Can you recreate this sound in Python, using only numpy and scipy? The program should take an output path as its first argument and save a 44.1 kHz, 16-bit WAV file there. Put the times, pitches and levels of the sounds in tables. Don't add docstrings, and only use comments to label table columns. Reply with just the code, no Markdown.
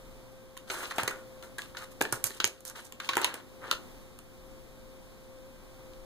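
import sys
import numpy as np
from scipy import signal
from scipy.fft import rfft, irfft, next_fast_len
from scipy.io import wavfile
from scipy.ndimage import uniform_filter1d, map_coordinates

SR = 44100
rng = np.random.default_rng(int(sys.argv[2]) if len(sys.argv) > 2 else 0)


def wrap_up_sound(samples):
    columns = np.atleast_2d(samples).T
    tamed = np.clip(columns, -1, 1)
    steps = np.round(tamed * 32767).astype(np.int16)
    wavfile.write(sys.argv[1], SR, steps)


N = 266787

# start in seconds, sheet level in dB before layer gains, sheet note in Hz,
# then desk knock, crack and crispness in dB relative to the sheet, body t60 in seconds.
SNAPS = [(0.5678, -43, 1100, -27, -9, -10, 0.032), (0.5743, -49, 1490, -15, 3, 5, 0.02),
         (0.6994, -32.5, 1470, -2, -4, -18, 0.06), (0.7145, -37.5, 1460, -2, -14, -13, 0.023),
         (0.9096, -31.5, 1760, -15, -11.5, -24, 0.035), (0.9211, -36, 1270, -25, -5, -10, 0.015),
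         (0.982, -16.5, 897, -10.5, -19, -20.5, 0.032), (1.033, -25, 940, -7, -11.5, -5, 0.017),
         (1.0771, -24, 1915, -7, -7, -8, 0.038), (1.1082, -33, 1510, -12, -22, -14.5, 0.043),
         (1.4253, -50, 1330, -5, 5.5, -2, 0.014), (1.5828, -35.5, 1610, -9.5, -7.5, -5.5, 0.05),
         (1.591, -27.5, 1730, -32, -16, -24, 0.014), (1.618, -49, 1100, -18, 7.5, 0, 0.027),
         (1.748, -38, 1660, -24, -24, -27, 0.021), (1.769, -38.5, 1430, -30, -3.5, -15, 0.05),
         (2.0083, -27.5, 842, 0.5, -9.5, -33, 0.051), (2.0125, -16, 1650, 0, -9.5, -8, 0.013),
         (2.0214, -39.5, 1460, -12, -11, 10.5, 0.029), (2.0514, -27, 1740, -21, -13.5, -30, 0.026),
         (2.1242, -26, 1475, -5, -19, -1, 0.042), (2.2408, -32, 1480, -10, 2, 15, 0.016),
         (2.2685, -37.5, 1760, -9, -14, 11.5, 0.01), (2.3049, -35, 1800, -8, -8.5, -5, 0.012),
         (2.4007, -28, 1530, -7.5, -2.5, -13.5, 0.045), (2.4429, -12, 1840, -11.5, 9, -6.5, 0.005),
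         (2.4503, -47.5, 1030, 11, -15, 22.5, 0.017), (2.4749, -35, 744, -2.5, -23, 5.5, 0.02),
         (2.6055, -55, 1020, -1, 0.5, 9.5, 0.018), (2.6514, -41.5, 1770, -6, -18, 9.5, 0.016),
         (2.698, -40.5, 1482, -14, -8, 6.5, 0.014), (2.9228, -40.5, 1060, -8.5, -3.5, 0, 0.02),
         (3.0003, -32.5, 1550, -17, -7, -16, 0.043), (3.046, -46.5, 1740, -15, 5, -8, 0.016),
         (3.0893, -22, 1125, -14.5, -6.5, -18, 0.045), (3.133, -30, 1570, -25, -9, -21, 0.045),
         (3.1537, -36, 1523, -5, 0, -3, 0.025), (3.1687, -11, 910, -9.5, -35, -12.5, 0.013),
         (3.177, -21.5, 1010, -11, -25, -17, 0.039), (3.2145, -32.5, 699, -12, -8, -3.5, 0.043),
         (3.244, -20, 990, -29, -3, -8, 0.033), (3.3407, -36.5, 1650, 0.5, -3, 4, 0.022),
         (3.3554, -41, 1680, -6, -3, -1, 0.0087), (3.712, -21, 1370, -13.5, -3, -7.5, 0.025),
         (3.7264, -33.5, 1150, -2.5, -28, -10, 0.036), (4.1882, -52.5, 1300, -7, 1.5, 4, 0.023),
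         (5.934, -61, 756, -11, 4.5, -10, 0.025)]
# start in seconds, length in seconds, rub level in dB,
# change over the stroke in dB, scratch over rub in dB, fizz over rub in dB.
SLIDES = [(0.669, 0.043, -60.5, 10, -1, -2), (0.701, 0.14, -44.5, -0.5, -7.5, -2),
          (0.825, 0.041, -41, -4.5, -4.5, -4), (0.853, 0.062, -54.5, -5.5, 3, 5),
          (0.906, 0.02, -37.5, -1, -13, -11), (0.931, 0.064, -57.5, 11, -5, -5),
          (0.981, 0.062, -39, -13.5, -2.5, -4), (1.038, 0.18, -47.5, -13.5, -9.5, -10),
          (1.423, 0.072, -52.5, -23, -6, 0), (1.588, 0.13, -60, -12, 2, 3), (1.741, 0.037, -56, 1, -7, -16),
          (1.772, 0.08, -49.5, -4.5, -3, -3), (1.906, 0.027, -65, 3.5, -4, 7),
          (2.02, 0.15, -70, -2, 11.5, 8), (2.121, 0.065, -40.5, -25, -15, 1),
          (2.17, 0.073, -60, -11, -3, 3), (2.241, 0.039, -49, 3.5, -2, 9), (2.282, 0.11, -62, 0, 5.5, 6),
          (2.4, 0.22, -59, -9, 2, 1), (2.651, 0.04, -56, 6.5, -1, 12), (2.684, 0.041, -54, -5, 2, 2),
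          (2.749, 0.066, -45.5, -2, -5.5, -4.5), (2.81, 0.04, -61, -4, 2, 5),
          (2.842, 0.037, -67, 1, 6, 13.5), (3.011, 0.075, -55, 4.5, -1.5, -3),
          (3.09, 0.067, -49.5, 2, -3, -7), (3.179, 0.032, -33, -19, -5, -20),
          (3.202, 0.041, -52, 17, -3, -22), (3.237, 0.18, -40, -17, -6.5, -14),
          (3.61, 0.042, -54.5, 15.5, -24.5, -20), (3.642, 0.08, -50, 3, -10, -16),
          (5.784, 0.05, -70, 0, -17, -12)]
# start in seconds, level in dB.
PAW_FALLS = [(1.032, -27.5), (1.264, -45), (2.015, -34), (2.127, -25), (2.242, -32), (2.449, -33),
             (5.792, -37)]
# centre in Hz, width in Hz, gain in dB.
DESK_MODES = [(280, 540, -14), (362, 124, 5), (625, 210, -2), (920, 115, -2.5)]
# frequency in Hz, level in dB per Hz.
SHEET_SPECTRUM = [(200, -16), (600, -26), (900, -9.5), (1150, -4.5), (1480, -4.5), (1900, -6), (2400, -6.5),
                  (3500, -12), (9000, -76)]
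CREASE_SPECTRUM = [(500, -66.5), (1800, -15.5), (2800, 8), (3400, 3), (4100, 6), (5000, -2.5), (6500, -2),
                   (12000, -56)]
EDGE_SPECTRUM = [(1000, -65.5), (4000, -6.5), (6000, -1), (8500, 1.5), (10500, -3), (12500, -4),
                 (15000, -8.5), (17000, -36)]
RUB_SPECTRUM = [(200, -60), (600, -16.5), (950, -5.5), (1200, -2.5), (1480, -2), (1900, -7.5), (2400, -10),
                (3500, -18.5), (9000, -66.5)]
# frequency in Hz, centre in dB per Hz, difference in dB per Hz.
AIR_SPECTRUM = [(63, 1.5, 0), (138, -3.5, -2.5), (251, 3.5, -7), (338, -2.5, -7.5), (490, -5.5, -9),
                (660, -10, -15), (1120, -14, -14), (1740, -22, -16), (3150, -20, -21.5), (3800, -19, -25.5),
                (5340, -25, -21.5), (7400, -25, -25.5), (10800, -26, -25.5), (15000, -28.5, -28)]
# frequency in Hz, mean sine amplitude in dB before panning.
FAN_TONES = [(120, -62), (361, -64), (524, -52.5), (673, -74), (1077, -76.5), (1573, -79.5)]
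# time in seconds, level in dB.
RUMBLE_LEVEL = [(0.0, -52.5), (0.17, -52.5), (0.39, -61.5), (2.75, -61), (3.349, -69.5), (3.89, -54),
                (5.401, -58), (6.05, -49.5)]
# frequency in Hz, t60 in seconds.
ROOM_T60 = [(200, 0.57), (1500, 0.24), (4000, 0.18), (8000, 0.19), (15000, 0.17)]
# frequency in Hz, share fed across (0 to 1).
CROSS_SHARE = [(60, 0.39), (500, 0.49), (1300, 0.82), (2700, 0.83), (4000, 0.24), (6000, 0.22),
               (15000, 0.3)]
# frequency in Hz, left minus right in dB.
PORT_LEAN = [(60, 1.5), (500, 1.5), (2000, -0.5), (6500, 0), (9000, -1.5), (15000, -3)]

EDGE_PAN_DB = -6.5
STROKE_RAMP_S = 0.0091
SLOW_DB, MEDIUM_DB, FAST_DB = 0.3, 2.5, 2.5
CROSS_DELAY_S = 0.0003739
FULL_SCALE, TOP_HZ = 0.95, 15600


def amp(db):
    return 10 ** (np.asarray(db) / 20)


def unit(x):
    return x / np.sqrt(np.mean(x ** 2) + 1e-20)


def along(points, hz, axis=1):
    p = np.array(points)
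    return np.interp(np.log(hz + 1), np.log(p[:, 0] + 1), p[:, axis])


def wobble(rate_hz):
    knots = rng.standard_normal(int(N * rate_hz / SR) + 4)
    return map_coordinates(knots, [np.arange(N) * rate_hz / SR])


def filtered(x, response):
    size = next_fast_len(x.shape[-1] + 8192)
    spectrum = rfft(x, size) * response(np.fft.rfftfreq(size, 1 / SR))
    return irfft(spectrum, size)[..., :x.shape[-1]]


def colour(spectrum):
    cepstrum = irfft(np.log(amp(along(spectrum, np.fft.rfftfreq(1024, 1 / SR)))))
    cepstrum[1:512] *= 2
    cepstrum[513:] = 0
    h = irfft(np.exp(rfft(cepstrum)))[:400]
    return h / np.linalg.norm(h)


def coloured(x, h):
    return signal.fftconvolve(x, h[None], axes=1)[:, :N]


def pair(shape, alike):
    a, b = rng.standard_normal((2, shape))
    turn = np.arccos(np.clip(alike, -1, 1)) / 2
    common, opposed = np.cos(turn) * a, np.sin(turn) * b
    return np.array([common + opposed, common - opposed])


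def wood(hz):
    modes = 0
    for k, (centre_hz, width_hz, db) in enumerate(DESK_MODES):
        damping = 1j * hz * width_hz
        modes = modes + (-1) ** k * amp(db) * damping / (centre_hz ** 2 - hz ** 2 + damping)
    return modes * (1j * hz / (180 + 1j * hz)) ** 3


def snaps():
    body, crease, edge, notes = np.zeros((4, 2, N + SR))
    knock = np.zeros(N + SR)
    t = np.arange(SR // 8) / SR
    edge_pan_db = np.array([[EDGE_PAN_DB / 2], [-EDGE_PAN_DB / 2]])
    for start_s, db, note_hz, knock_db, crack_db, crisp_db, t60_s in SNAPS:
        t60_s = max(t60_s, .002)
        fade = amp(db - 60 * t / t60_s) * (1 - np.exp(-t / 0.00036))
        start = round(start_s * SR)
        at = slice(start, start + len(t))
        burst = pair(len(t), alike=0.32)
        burst *= fade / np.sqrt(np.sum((burst * fade) ** 2) / np.sum(fade ** 2) / 2)
        sharp = burst * amp(2.5 - 35 * t / t60_s)
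        body[:, at] += burst
        crease[:, at] += sharp * amp(crack_db)
        edge[:, at] += sharp * amp(crisp_db + edge_pan_db)
        ring = np.sin(2 * np.pi * note_hz * t) * amp(-60 * t / 0.022)
        note = signal.fftconvolve(burst.mean(0), ring)[:len(t)]
        notes[:, at] += note * np.linalg.norm(fade) / np.linalg.norm(note)
        knock[at] += amp(knock_db) * np.abs(burst[0])
    sheet = coloured(body, colour(SHEET_SPECTRUM) * amp(-5.5))
    sheet += coloured(crease, colour(CREASE_SPECTRUM) * amp(7.5))
    sheet += coloured(edge, colour(EDGE_SPECTRUM) * amp(3.5))
    return sheet + amp(-6) * notes[:, :N] + amp(17.5) * filtered(knock, wood)[:N]


def slides():
    t, out, levels = np.arange(N) / SR, 0, np.zeros((3, N))
    for start_s, length_s, db, change_db, scratch_db, fizz_db in SLIDES:
        ramp = np.clip(np.minimum(t - start_s, start_s + length_s - t) / STROKE_RAMP_S, 0, 1)
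        progress = np.clip((t - start_s) / length_s, 0, 1)
        levels += ramp * amp(db + change_db * progress) * amp([[0], [scratch_db], [fizz_db]])
    slow_db = SLOW_DB * wobble(70)
    spectra = (RUB_SPECTRUM, CREASE_SPECTRUM, EDGE_SPECTRUM)
    for level, spectrum, lean_db in zip(levels, spectra, (2, 4.9, -3)):
        uneven = amp(slow_db + MEDIUM_DB * wobble(120) + FAST_DB * wobble(600))
        noise = unit(coloured(uneven * pair(N, alike=0.11), colour(spectrum)))
        out = out + level * noise * amp([[lean_db], [-lean_db]])
    shake = unit(filtered(uneven * rng.standard_normal(N), wood))
    return out + amp(-4.5) * levels[0] * shake


def paws():
    out, t = np.zeros(N + SR), np.arange(SR // 4) / SR
    thump = np.sin(2 * np.pi * 120 * t) * amp(-60 * t / 0.086) * (1 - np.exp(-t / 0.0057))
    for start_s, db in PAW_FALLS:
        out[round(start_s * SR):][:len(t)] += amp(db) * thump
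    return out[:N]


def room(x):
    out, size = np.zeros((2, N + 2 * SR)), SR // 5
    delay = 250
    for at in range(0, N, size):
        hz, t, z = signal.stft(rng.standard_normal((2, SR // 3)), SR, nperseg=256)
        z[1] *= (hz / (hz + 500))[:, None]
        z *= amp(-.3 * hz / 1000)[:, None]
        decay = amp(-60 * t / along(ROOM_T60, hz)[:, None])
        mid, side = signal.istft(z * decay, SR, nperseg=256)[1]
        tail = np.array([mid + side, mid - side]) / np.linalg.norm(mid)
        wet = signal.fftconvolve(x[:, at:at + size], tail, axes=1)
        out[:, at + delay:][:, :wet.shape[1]] += wet
    return out[:, :N]


def fan():
    def air_response(hz):
        return amp([along(AIR_SPECTRUM, hz), along(AIR_SPECTRUM, hz, axis=2)]) * (hz > 45)

    mid, side = filtered(rng.standard_normal((2, N)), air_response)
    air = amp(-52.5 + 1.14 * wobble(3.59)) * unit(np.array([mid + side, mid - side]))
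    t, tones = np.arange(N) / SR, 0
    for hz, db in FAN_TONES:
        level = amp(db + 2.1 * wobble(5.5))
        phase_rad = 0.64 * wobble(11) + rng.uniform(0, 5.6)
        tones = tones + level * np.sin(2 * np.pi * hz * t + phase_rad)
    return air * amp([[.3], [-.3]]) + tones * amp([[.7], [-.7]])


def rumble():
    time_s, db = np.transpose(RUMBLE_LEVEL)
    shape = [(8, -10), (22, -1.5), (38, 1.5), (60, -23), (120, -55)]  # Hz, dB
    low = filtered(pair(N, alike=0.79), lambda hz: amp(along(shape, hz)))
    return amp(np.interp(np.arange(N) / SR, time_s, db)) * unit(low)


def scene():
    paper = snaps() + slides()
    return paper + amp(-11.0) * room(paper) + paws() + fan() + rumble()


def record(dry):
    t = np.arange(N) / SR
    power = np.abs(uniform_filter1d(np.mean(dry ** 2, 0), size=220))
    loud_db = 10 * np.log10(power + 1e-12)
    over_db = 1.07 * np.maximum(loud_db + 21.0, 0)
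    recovery_db = 6 * t
    cut_db = np.maximum.accumulate(over_db + recovery_db) - recovery_db
    cut_db = uniform_filter1d(cut_db, size=3001, origin=1500)
    x = dry * amp(-cut_db)

    def cross(hz):
        return np.clip(along(CROSS_SHARE, hz), 0, 1) * np.exp(-2j * np.pi * hz * CROSS_DELAY_S)

    def ports(hz):
        return amp(along(PORT_LEAN, hz) * [[.5], [-.5]]) / (1 + (hz / TOP_HZ) ** 120)

    wide = x - filtered(x[::-1], cross)
    return filtered(np.clip(amp(-0.5) * wide, -FULL_SCALE, FULL_SCALE), ports)


dry = scene()
out = record(dry)
wrap_up_sound(out)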